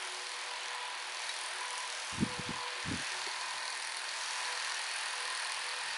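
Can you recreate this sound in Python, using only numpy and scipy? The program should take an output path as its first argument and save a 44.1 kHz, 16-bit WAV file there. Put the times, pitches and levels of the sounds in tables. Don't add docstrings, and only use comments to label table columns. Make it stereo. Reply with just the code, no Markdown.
import sys
import numpy as np
from scipy import signal
from scipy.fft import rfft, irfft
from scipy.io import wavfile
from scipy.ndimage import uniform_filter1d

SR = 44100
rng = np.random.default_rng(int(sys.argv[2]) if len(sys.argv) > 2 else 0)


def wrap_up_sound(samples):
    columns = np.atleast_2d(samples).T
    tamed = np.clip(columns, -1, 1)
    steps = np.round(tamed * 32767).astype(np.int16)
    wavfile.write(sys.argv[1], SR, steps)


def volts_from_db(level):
    exponent = np.asarray(level, float) / 20
    return 10 ** exponent


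N = 263277
T = np.arange(N) / SR

# t/s, air level/dB, treble of the air/dB, left over right/dB
FACING = [(0, -46.5, -48.5, 3.5), (.3, -47, -50.5, 4), (.6, -44, -53, 3), (.95, -46, -53.5, 3.5),
          (1.3, -45.5, -48.5, 4), (1.6, -43.5, -50, 4.5), (2.0, -45, -48, 4), (2.6, -44.5, -51, 2),
          (2.82, -43.5, -51, 2), (3.05, -41.5, -47, 2.4), (3.5, -45, -49, 1), (4.0, -46.5, -50, 1.5),
          (4.28, -41, -44, 2), (4.9, -40.5, -47, 2), (5.2, -40.5, -47, 1), (5.55, -42.5, -48.5, 1.7),
          (5.97, -41, -47.5, 1.2)]
# f/Hz, density/dB
AIR_AWAY = [(20, -41), (120, -40), (270, -24.5), (355, -13.5), (432, -15.5), (520, -8.5), (1000, 2.5),
            (1150, -2), (1900, -1), (3600, -3), (4600, -8), (5000, -12), (7050, -22), (9300, -19)]
# f/Hz, density/dB
AIR_NEAR = [(20, -35), (120, -38), (277, -26.5), (489, -11.5), (900, -4.5), (1280, -5.5), (1810, -0.5),
            (2050, -5.5), (2600, -4), (3400, -6.5), (4600, -9), (5000, -13.5), (7230, -23), (9300, -20.5)]
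# t/s, shadow level/dB
SHADOW = [(0, -4.5), (.95, -6.5), (3.0, -6), (3.85, -7.5), (4.3, -6.5), (5.97, -6)]
# f/Hz, correlation/1
SAME = [(60, 0.94), (130, 0.86), (270, 0.54), (570, 0.57), (1220, 0.78), (2590, 0.91), (5500, 0.59),
        (11700, 0.3)]
# f/Hz, left over right/dB
LEAN = [(60, -0.5), (170, -0.5), (490, 1.5), (1420, 0), (4070, 4), (11700, -0.5)]

SHAFT_HZ = 41.15
# t/s, lag/turns
SHAFT_LAG = [(0.0, 0.03), (0.6, 0.085), (1.1, 0.165), (1.5, 0.18), (2.15, 0.28), (2.45, 0.275),
             (3.05, 0.37), (3.8, 0.385), (4.25, 0.3), (4.75, 0.26), (5.15, 0.185), (6.0, 0.192)]
# shaft order/1, early level/dB, late level/dB
TONES = [(3, -93, -93), (15, -68, -71), (21, -63, -61), (22, -68, -58), (25, -63, -62), (34, -70, -63),
         (37, -68, -64), (39, -62, -59), (42, -64, -59), (45, -62, -54), (54, -62, -64), (60, -60, -57),
         (110, -72, -64), (111, -72, -62)]
# start t/s, length/s, shaft order/1, level/dB
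GRIPS = [(-.15, .5, 9, -58.5), (.55, .17, 9, -62), (1.0, .18, 9, -66), (1.5, .15, 9, -60),
         (2.7, .2, 9, -66), (3.07, .2, 9, -59), (-.3, 1.75, 12, -63.5), (1.5, .7, 12, -63),
         (2.15, .45, 12, -53), (2.4, .55, 12, -57), (4.4, .22, 12, -61), (5.05, .3, 12, -60.5),
         (5.48, .4, 12, -64)]

# start t/s, length/s, peak level/dB, centre f/Hz
SWELLS = [(0.0, 0.063, -43.5, 965), (0.464, 0.14, -47, 956), (0.668, 0.32, -45, 985),
          (1.39, 0.11, -47, 1020), (1.558, 0.4, -43, 1014), (2.25, 0.13, -46.5, 1004),
          (2.465, .25, -38, 1017), (2.696, 0.24, -48, 1066), (3.085, .3, -41.5, 900),
          (3.304, 0.51, -44, 1000), (4.16, 0.13, -46, 1010), (4.27, .36, -42.5, 1000),
          (4.658, 0.083, -41, 1070), (4.998, 0.52, -45.5, 1030), (5.43, 0.23, -43.5, 1080),
          (5.75, 0.38, -44, 918)]
DRONE_REST_DB, DRONE_REST_HZ = -57.5, 985

# place/turns, then level/dB in the snap, cage, low cage, rim
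TOUCHES = [
    (0, 14.5, 4, 8, 10.5),
    (.13, -2, -12, -10, -5.5),
    (.35, -10.5, -14, -12, 3),
    (.46, -41, -16, -22, -4),
    (0.719, -7.5, 4, -6, -17),
    (.87, 1.5, 0, -0.5, -6),
]
# part/1 (0 snap, 1 cage, 2 rim), f/Hz, width/Hz, level/dB, lag/turns, scrape length/s
TICK_MODES = [
    (0, 9350, 850, 0, -.025, 0.0005),
    (1, 4430, 680, -0.5, 0.0089, 0.00067),
    (1, 2100, 1100, -4, 0.00083, 0.00073),
    (2, 5900, 1570, 0.5, -0.0153, 0.00065),
]
# t/s, level/dB
SNAP = [(.2, -58.5), (.64, -60.5), (1.12, -61.5), (1.44, -50.5), (1.78, -55), (1.95, -62), (2.24, -58.5),
        (2.6, -72), (3.0, -54), (3.22, -62), (3.5, -57), (3.97, -51.5), (4.08, -62), (4.6, -59),
        (4.9, -51.5), (5.28, -52.5), (5.42, -50), (5.97, -58.5)]
# t/s, peak level/dB
SHARP = [(0.7472, -57), (0.7544, -66), (1.3374, -64), (1.3624, -66), (1.4611, -62), (1.5015, -63),
         (1.5344, -62), (1.5828, -63), (1.7789, -61), (1.8294, -73), (3.8965, -62), (3.9444, -64),
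         (3.9674, -61), (3.9898, -55), (4.0168, -52), (4.8618, -84), (4.9377, -57), (5.1058, -57),
         (5.1257, -61), (5.2994, -66), (5.3981, -65), (5.4226, -64), (5.4465, -59), (5.5204, -66)]
CAGE_AWAY_DB, CAGE_NEAR_DB, RIM_DB, RING_WAVER_DB = -53, -49.5, -56.5, 1.2
RIM_FOLLOWS, CAGE_FOLLOWS = 0.77, .25
TURN_S, TURN_LENGTH_S = 2.54, 0.44
EDGE_HZ = 11050

# t/s, peak level/dB
CLICKS = [
    (0.7482, -24),
    (1.2939, -25),
]
# f/Hz, level/dB, decay by 60 dB/s
CLICK_MODES = [
    [(1010, 2, 0.037), (4800, -3, .006), (8300, -2, 0.0065), (10900, -4, .005), (11800, -8, .004)],
    [(3910, 5, 0.034), (4450, -4, 0.051), (2330, -2.5, 0.037), (6300, -6, .015), (5300, 0, .015)],
]

# start t/s, length/s, level/dB
GUSTS = [
    (2.095, 0.31, -39.5),
    (2.364, 0.093, -44),
    (2.414, 0.24, -47),
    (2.825, 0.24, -37.5),
    (3.027, 0.37, -68),
    (3.298, 0.4, -73),
    (3.527, 0.093, -69),
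    (5.74, 0.71, -67),
]
# f/Hz, density/dB
GUST_COLOUR = [(20, -30), (45, -15), (90, 1.5), (150, 0), (250, -4), (330, -7), (450, -14), (650, -28),
               (1000, -30), (2000, -69)]
# t/s, left port lag/ms
CROSSING = [
    (2.18, 0.82),
    (2.21, 0.86),
    (2.34, 1.0),
    (2.38, -0.65),
    (3.05, -0.68),
    (3.15, -0.051),
]
# t/s, peak level/dB, start f/Hz, end f/Hz, length/s
EDDIES = [(2.206, -29, 170, 250, 0.0085), (2.213, -28.5, 280, 327, 0.011), (2.221, -21, 148, 290, 0.022),
          (2.261, -32.5, 149, 217, 0.011), (2.392, -32, 148, 260, 0.0095), (2.489, -31, 149, 296, 0.0089),
          (2.502, -33.5, 250, 150, 0.011), (2.911, -29.5, 304, 332, 0.0068),
          (2.915, -30.5, 350, 198, 0.0136), (2.936, -31, 260, 191, 0.012), (2.963, -44, 200, 160, 0.0095),
          (2.997, -43, 250, 250, 0.0068), (3.267, -43, 388, 388, 0.017)]


def air(patchy_db=0.64, near_from_db=-46.5, near_span_db=6.5):
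    frames, hz = N // 256 + 5, np.fft.rfftfreq(1024, 1 / SR)
    frame_s = np.arange(frames) * 256 / SR
    level_db, treble_db, pan_db = curves(FACING, frame_s)
    shadow_db = curves(SHADOW, frame_s)[0]
    a, b, c, d, patches = rng.standard_normal((frames, 513, 5)).T
    patches = evened(uniform_filter1d(uniform_filter1d(patches, 12, 0), 20, 1))
    near = np.clip((level_db - near_from_db) / near_span_db, 0, 1)
    colour = np.outer(read(AIR_AWAY, hz), 1 - near) + np.outer(read(AIR_NEAR, hz), near)
    high = np.clip((hz - 4200) / 1500, 0, 1)[:, None]
    low = np.clip(hz / 900, 0, 1)[:, None]
    shadow = np.exp(-((hz[:, None] - 3200) / 500) ** 2) * (shadow_db - shadow_db.mean())
    swing = low * (1 - high) * (level_db + 44) + high * (treble_db + 55.5)
    field = colour + swing + shadow + patchy_db * patches
    lean = read(LEAN, hz)[:, None] + low * (pan_db - 3.5)
    same = np.clip(read(SAME, hz), -1, 1)[:, None]
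    left = a + 1j * b
    right = same * left + np.sqrt(1 - same ** 2) * (c + 1j * d)
    z = np.array([left * volts_from_db(lean / 2), right / volts_from_db(lean / 2)])
    return volts_from_db(-39.5) * evened(signal.istft(z * volts_from_db(field), nperseg=1024, noverlap=768)[1][:, :N])


def shaft():
    return SHAFT_HZ * T - curves(SHAFT_LAG)[0]


def gripped_db(order, rest_db=-72):
    level = volts_from_db(rest_db)
    for s, length, k, db in GRIPS:
        if round(k) == order:
            level = level + volts_from_db(db) * swell(s, length, 0.45, 0.41)
    return 20 * np.log10(level)


def motor(turns, waver_db=2.6, waver_rad=.25, hum_steady=.9):
    late = np.clip((T - 2.9) / 0.35, 0, 1)
    levels = [(9, gripped_db(9) - 3.0), (12, gripped_db(12) - 2.5)]
    levels += [(k, early_db + (late_db - early_db) * late) for k, early_db, late_db in TONES]
    waver, drift = wander(14, count=len(levels)), wander(12, count=len(levels))
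    waver[:2] *= hum_steady
    out = 0
    for (k, db), w, d in zip(levels, waver, drift):
        phase = 2 * np.pi * round(k) * turns + waver_rad * np.sqrt(k) * d
        out = out + np.sqrt(2) * volts_from_db(db + waver_db * w) * np.cos(phase)
    return out


def drone(turns, rough=.3, width_hz=80, tooth_db=.5):
    level, centre_hz = volts_from_db(DRONE_REST_DB), DRONE_REST_HZ
    for s, length, db, hz in SWELLS:
        shape = swell(s, length)
        level = level + volts_from_db(db) * shape
        centre_hz = centre_hz + (hz - DRONE_REST_HZ) * shape
    knocks = strikes(turns, .17, 2.0, .002) + .45 * strikes(turns, .70, 2.0, .002)
    drive = evened(knocks) + rough * rng.standard_normal(N)
    body = evened(resonate(resonate(drive, centre_hz, width_hz), centre_hz, 240))
    tooth = np.cos(2 * np.pi * 24 * turns + .5 * wander(8, count=1)[0])
    early = np.clip((3.6 - T) / 2.6, .35, 1)
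    return level * volts_from_db(-9.0) * (body + volts_from_db(tooth_db) * early * np.sqrt(2) * tooth)


def ticks(turns, fresh=.55):
    turned = np.clip((T - TURN_S) / TURN_LENGTH_S, 0, 1)
    waver = RING_WAVER_DB * wander(6, count=2)
    treble_db = curves(FACING)[1] + 50
    cage_db = CAGE_AWAY_DB + (CAGE_NEAR_DB - CAGE_AWAY_DB) * turned + CAGE_FOLLOWS * treble_db + waver[0]
    rim_db = RIM_DB + RIM_FOLLOWS * treble_db + waver[1]
    part_db = [curves(SNAP)[0], cage_db, rim_db]
    trains = [strikes(turns, row[0], 1.5, .003) for row in TOUCHES]
    out = 0
    for k, (part, hz, width_hz, db, lag, length) in enumerate(TICK_MODES):
        u = np.arange(300) / SR / length
        shape, grain = np.sqrt(u) * np.exp(-u), rng.standard_normal((len(TOUCHES), 300))
        weighted = [volts_from_db(row[k + 1]) * train for row, train in zip(TOUCHES, trains)]
        alike = sum(signal.oaconvolve(w, shape * g)[:N] for w, g in zip(weighted, grain))
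        new = signal.oaconvolve(sum(weighted), shape)[:N] * rng.standard_normal(N)
        ring = evened(resonate(resonate(alike + fresh * new, hz, width_hz), hz, 2 * width_hz))
        out = out + volts_from_db(part_db[round(part)] + db + 0.5) * np.roll(ring, round(lag * SR / SHAFT_HZ))
    return out


def sparks(length=0.00062, lag=-.02):
    out, n, turns = np.zeros((1, N)), round(length * SR), shaft()
    for (s, db), grain in zip(SHARP, rng.standard_normal((len(SHARP), 200))):
        turn = np.interp(s, T, turns)
        on_touch = abs(turn - round(turn)) < .3
        at = np.interp(round(turn) + lag, turns, T) if on_touch else s
        add(out, at, volts_from_db(db + 6) * evened(grain[:n] * np.hanning(n))[None])
    band = signal.firwin(101, [EDGE_HZ - 100, EDGE_HZ + 1200], pass_zero=False, fs=SR)
    return signal.oaconvolve(out, band[None], "same")


def hands():
    out, t = np.zeros((1, N)), np.arange(3000) / SR
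    for (s, db), modes in zip(CLICKS, CLICK_MODES):
        ring = sum(volts_from_db(g - 60 * t / t60) * np.sin(2 * np.pi * hz * t) for hz, g, t60 in modes)
        add(out, s, volts_from_db(db - 10) * ring[None])
    return out[0]


def wind(lumpy_db=1.5, unlike=0.6, eddy_lean_db=.3):
    z = rfft(rng.standard_normal((3, N))) * volts_from_db(read(GUST_COLOUR, np.fft.rfftfreq(N, 1 / SR)))
    stream = sum(volts_from_db(db) * swell(s, length, 0.3, 0.69) for s, length, db in GUSTS)
    shared, *own = evened(irfft(z, N)) * stream * volts_from_db(-4.5 + lumpy_db * wander(70, count=1))
    lag = curves(CROSSING)[0] / 1000
    out = np.array([np.interp(T - lag, T, shared), shared]) + unlike * np.array(own)
    for s, db, start_hz, end_hz, length in EDDIES:
        n = round(max(length, .004) * SR)
        angle = 2 * np.pi * np.cumsum(np.linspace(start_hz, end_hz, n)) / SR
        swing = (np.sin(angle) + 0.4 * np.cos(2 * angle)) * signal.windows.tukey(n, .6)
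        add(out[:1], s, volts_from_db(db + eddy_lean_db) * swing[None])
        add(out[1:], s - np.interp(s, T, lag), volts_from_db(db - eddy_lean_db) * swing[None])
    return out


def placed(x, wet_db):
    decay = volts_from_db(-60 * np.arange(2600) / SR / 0.1)
    taps = rng.choice([-1., 1.], (2, 2600)) * (rng.random((2, 2600)) < .03) * decay
    taps[:, :60] = 0
    taps = taps / np.linalg.norm(taps, axis=1)[:, None]
    wet = signal.oaconvolve(x[None], taps, axes=1)[:, :N]
    return (x + volts_from_db(wet_db) * wet) * volts_from_db(np.outer([.5, -.5], curves(FACING)[2]))


def thin(x, hz):
    return signal.sosfilt(signal.butter(4, hz, "high", fs=SR, output="sos"), x)


def strikes(turns, place, spread_db, jitter):
    whole = np.arange(1, 245)
    chance = rng.standard_normal((len(whole), 2))
    at = (np.interp(whole + place + jitter * chance[:, 0], turns, T) * SR).astype(int)
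    train = np.zeros(N)
    train[np.clip(at, 0, N - 1)] = volts_from_db(spread_db * chance[:, 1])
    return train


def resonate(x, hz, width_hz):
    turn = np.exp(2j * np.pi * np.cumsum(hz * np.ones(N)) / SR)
    r = np.exp(-np.pi * width_hz / SR)
    return 2 * (turn * signal.lfilter([1 - r], [1, -r], x / turn)).real


def swell(start, length, rise=0.21, fall=0.29):
    u = (T - start) / max(length, .02)
    return np.sin(np.pi / 2 * np.clip(np.minimum(u / rise, (1 - u) / fall), 0, 1)) ** 2


def wander(rate_hz, count):
    knots = rng.standard_normal((count, 400))
    return np.array([np.interp(T * rate_hz, np.arange(400), k) for k in knots]) * np.sqrt(3 / 2)


def evened(x):
    return x / np.sqrt(np.mean(x ** 2) + 1e-20)


def read(points, hz):
    f, value = np.transpose(points)
    return np.interp(np.log(hz + 1), np.log(f + 1), value)


def curves(rows, t=T):
    s, *columns = np.transpose(rows)
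    return [np.interp(t, s, c) for c in columns]


def add(mix, s, sound):
    part = mix[:, round(s * SR):][:, :sound.shape[1]]
    part += sound[:, :part.shape[1]]


def scene():
    turns = shaft()
    hum = placed(motor(turns) + thin(drone(turns), 440), -14.5)
    small = placed(thin(ticks(turns), 1480), -3.0) + placed(thin(hands(), 480), -4)
    return air() + hum + small + wind()


def roll_off(x):
    return signal.sosfilt(signal.butter(12, 12290, fs=SR, output="sos"), x)


def record(dry):
    limit = signal.firwin(701, EDGE_HZ, window=("kaiser", 6), fs=SR)
    low = signal.oaconvolve(dry, limit[None], "same")
    return roll_off(low + sparks())


dry = scene()
out = record(dry)
wrap_up_sound(out)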